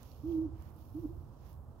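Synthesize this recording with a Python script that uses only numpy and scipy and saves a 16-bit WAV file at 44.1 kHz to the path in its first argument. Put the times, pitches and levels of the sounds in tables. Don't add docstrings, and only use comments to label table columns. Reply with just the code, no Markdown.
import sys
import numpy as np
from scipy import signal
from scipy.fft import rfft, irfft, next_fast_len
from scipy.io import wavfile
from scipy.ndimage import uniform_filter1d, map_coordinates

SR = 44100
rng = np.random.default_rng(int(sys.argv[2]) if len(sys.argv) > 2 else 0)


def log_audio(samples):
    frames = np.atleast_2d(samples).T
    limited = np.clip(frames, -1, 1)
    pcm = np.round(limited * 32767).astype(np.int16)
    wavfile.write(sys.argv[1], SR, pcm)


N = 79380
T = np.arange(N) / SR


def owl(right_db=2.5):
    # t/s, f/Hz, level/dB
    long_hoot = [(.229, 285, -61.5), (.241, 288, -42), (.254, 316.5, -39.5), (.28, 332.7, -36),
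                 (.308, 342.4, -36.5), (.335, 325.1, -34), (.385, 316.2, -33.5), (.443, 328.2, -36),
                 (.464, 293.7, -39), (.478, 284.3, -51), (.491, 283, -45), (.499, 281, -58.5)]
    short_hoot = [(.94, 285.4, -61), (.952, 290.8, -42), (.968, 308.4, -40.5), (.988, 332, -41),
                  (1.003, 342.3, -46.5), (1.014, 366, -55), (1.03, 343.6, -45), (1.043, 313.6, -38.5),
                  (1.058, 288, -34.5), (1.066, 289.4, -49.5), (1.085, 317, -56), (1.105, 337.3, -46.5),
                  (1.13, 352.4, -59)]
    # delay/s, gain/dB
    near_paths = [(0.0131, -7), (.0124, -20)]
    # delay/s, gain/dB
    far_paths = [(.11, -26.5), (.175, -27), (.42, -31)]
    voice = hoot(long_hoot) + hoot(short_hoot)
    near = np.array([amp(db) * delayed(voice, delay_s) for delay_s, db in near_paths])
    far = sum(amp(db) * delayed(voice, delay_s) for delay_s, db in far_paths)
    return pan(right_db) * (voice + near + far + tree_scatter(voice))


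def hoot(contour, jitter=0.0044, shimmer_db=0.84, flutter_per_s=90):
    # harmonic number, level/dB re fundamental
    overtones = [(2, -42), (3, -48)]
    # f/Hz, relative density/dB
    air_spectrum = [(150, -33.5), (300, -4), (450, -1.5), (620, -0.5), (1000, -7.5), (1600, -30.5),
                    (4000, -61)]
    air_db, fall_boost_db, full_fall_hz_per_s = -28, 4.5, 520
    pitch_hz, level_db = curves(contour)
    phase = 2 * np.pi * np.cumsum(pitch_hz * (1 + jitter * wobble(flutter_per_s))) / SR
    tone = np.sin(phase) + sum(amp(db) * np.sin(round(k) * phase) for k, db in overtones)
    fall_hz_per_s = -np.gradient(pitch_hz) * SR
    falling = uniform_filter1d(np.clip(fall_hz_per_s / full_fall_hz_per_s, 0, 1), size=600)
    air = amp(air_db + fall_boost_db * falling ** 2) * noise(air_spectrum)
    sounding = (T > contour[0][0]) & (T < contour[-1][0])
    gate = uniform_filter1d(1.0 * sounding, size=300)
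    envelope = gate * amp(level_db + shimmer_db * wobble(flutter_per_s))
    return envelope * (np.sqrt(2) * tone + air)


def tree_scatter(voice, gain_db=-21.5, t60_s=0.57, gap_s=0.053):
    # f/Hz, gain/dB
    woods_response = [(250, -6.5), (300, -1.5), (325, -6.5), (350, 14.5), (385, 4.5), (500, 3)]
    coloured = colour(voice, woods_response)
    decay = (T > gap_s) * amp(-60 * T / t60_s)
    reflections = rng.standard_normal((2, N)) * decay
    tail = signal.fftconvolve(coloured[None], reflections, axes=1)[:, :N]
    tail /= tail.std(axis=1, keepdims=True) + 1e-12
    return amp(gain_db) * coloured.std() * tail


def wind(trim_db=-0.5, right_db=3.5):
    # t/s, level/dB
    gusts = [(0, -53), (.1, -54), (.25, -48), (.42, -45.5), (.56, -48), (.72, -52), (.9, -51), (1.1, -44),
             (1.35, -52.5), (1.8, -51)]
    # f/Hz, relative density/dB
    spectrum = [(20, -35.5), (30, -15.5), (45, -3.5), (65, 1), (80, 2), (100, -2.5), (125, -5.5),
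                (155, -8.5), (190, -28.5), (300, -36), (510, -78.5)]
    level_db, = curves(gusts)
    return pan(right_db) * amp(level_db + trim_db) * wide_noise(spectrum, side_db=-15)


def rustle(rub_trim_db=-1.5, fizz_trim_db=3, grain_db=1.5, grains_per_s=400, right_db=5):
    # t/s, rub level/dB, fizz level/dB
    envelopes = [(0, -72.5, -73.5), (.12, -72, -73.5), (.23, -78, -78), (.32, -73, -74), (.39, -79, -78),
                 (.51, -85, -93), (.61, -78.5, -77), (.69, -78.5, -77), (.735, -86, -80),
                 (.81, -75.5, -73.5), (.91, -81, -76), (1.03, -77, -75), (1.12, -84, -80.5),
                 (1.3, -83.5, -85.5), (1.41, -80, -84), (1.465, -74.5, -75), (1.52, -78, -73.5),
                 (1.6, -92.5, -85.5), (1.8, -84.5, -88)]
    # f/Hz, relative density/dB
    rub_spectrum = [(900, -17), (2200, -3.5), (2850, 2.5), (3600, 0.5), (5500, 2.5), (7000, -3.5),
                    (8000, -25), (11000, -26.5)]
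    fizz_spectrum = [(3000, -39), (8000, -15), (10000, -4), (12000, 4.5), (15500, 3)]
    rub_db, fizz_db = curves(envelopes)
    rub = amp(rub_db + rub_trim_db) * wide_noise(rub_spectrum)
    fizz = amp(fizz_db + fizz_trim_db) * wide_noise(fizz_spectrum)
    grain = amp(grain_db * wobble(grains_per_s))
    return pan(right_db) * (rub + fizz) * grain / np.sqrt(2)


def ticks(trim_db=-3.5, right_db=7):
    # t/s, level/dB, centre f/Hz, width/octaves, decay/s
    snaps = [(0.0314, -45, 6940, 1.6, .0011), (0.116, -55.5, 4600, 0.36, 0.0035),
             (0.296, -58, 2954, 0.1, 0.0016), (.323, -59, 2863, .2, .003), (.351, -54.5, 11950, .3, .0012),
             (0.6227, -54.5, 6500, 1.0, .0014), (0.7038, -55, 12040, .4, 0.001104),
             (0.7645, -56, 14000, 1, .0011), (1.5299, -56, 12000, 1.6, .0014)]
    bursts = np.zeros((2, N))
    for start_s, db, centre_hz, width_oct, decay_s in snaps:
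        white = rng.standard_normal((2, N))
        band = filtered(white, lambda hz: np.exp(-.5 * (np.log2((hz + 1) / centre_hz) / width_oct) ** 2))
        envelope = (T >= start_s) * np.exp(-np.abs(T - start_s) / decay_s)
        bursts += amp(db + trim_db) * envelope * unit(band)
    return pan(right_db) * bursts / 2


def scuffs(right_db=5):
    # centre t/s, half length/s, level/dB
    steps = [(0.01, 0.049, -70), (0.641, 0.1, -71), (1.478, 0.078, -74)]
    # f/Hz, relative density/dB
    spectrum = [(500, -18), (1000, 6.5), (1700, -3.5), (2600, -10), (3300, -12.5), (4500, -34.5),
                (10000, -38)]
    swell = sum(amp(db) * np.exp(-((T - centre_s) / half_s) ** 2) for centre_s, half_s, db in steps)
    return pan(right_db) * swell * wide_noise(spectrum) / np.sqrt(2)


def hush(level_db=-61.5, right_db=1):
    # f/Hz, relative density/dB
    spectrum = [(100, -31), (200, 7.5), (400, -2.5), (650, -4), (1050, -4), (1300, -11), (1600, -21.5),
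                (2200, -37.5), (5000, -39.5), (15000, -35.5)]
    return pan(right_db) * amp(level_db) * wide_noise(spectrum, side_db=-6)


def amp(db):
    return 10 ** (np.asarray(db) / 20)


def unit(x):
    return x / np.sqrt(np.mean(x ** 2) + 1e-20)


def pan(right_db):
    return amp([[-right_db], [right_db]])


def delayed(x, delay_s):
    return np.interp(T - delay_s, T, x, left=0)


def curves(rows):
    times_s, *columns = np.transpose(rows)
    return [np.interp(T, times_s, column) for column in columns]


def wobble(knots_per_s):
    knots = rng.standard_normal(int(N * knots_per_s / SR) + 4)
    return map_coordinates(knots, [T * knots_per_s])


def along(points, hz):
    knots_hz, values = np.transpose(points)
    return np.interp(np.log(hz + 1), np.log(knots_hz + 1), values)


def filtered(x, response):
    size = next_fast_len(N + SR // 2)
    hz = np.fft.rfftfreq(size, 1 / SR)
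    return irfft(rfft(x, size) * response(hz), size)[..., :N]


def colour(x, points):
    return filtered(x, lambda hz: amp(along(points, hz)))


def noise(spectrum):
    return unit(colour(rng.standard_normal(N), spectrum))


def wide_noise(spectrum, side_db=0):
    mid, side = noise(spectrum), amp(side_db) * noise(spectrum)
    return np.array([mid + side, mid - side])


def scene():
    return owl() + wind() + hush() + rustle() + scuffs() + ticks()


def record(dry, top_hz=15800):
    # f/Hz, gain/dB
    left_gain = [(45, 1), (120, 1.5), (240, -3), (320, -0.5), (530, 3), (900, -4), (1330, -8), (1950, 3),
                 (3100, -0.5), (5000, -2.5), (8000, 6), (12500, -3.5)]
    # f/Hz, phase lead/rad
    left_lead = [(40, 0.41), (100, 0.81), (160, 0.13), (300, 0), (1000, .3), (3000, 0)]
    left = colour(dry[0], left_gain)
    left = filtered(left, lambda hz: np.exp(1j * along(left_lead, hz)))
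    return filtered(np.array([left, dry[1]]), lambda hz: hz < top_hz)


dry = scene()
out = record(dry)
log_audio(out)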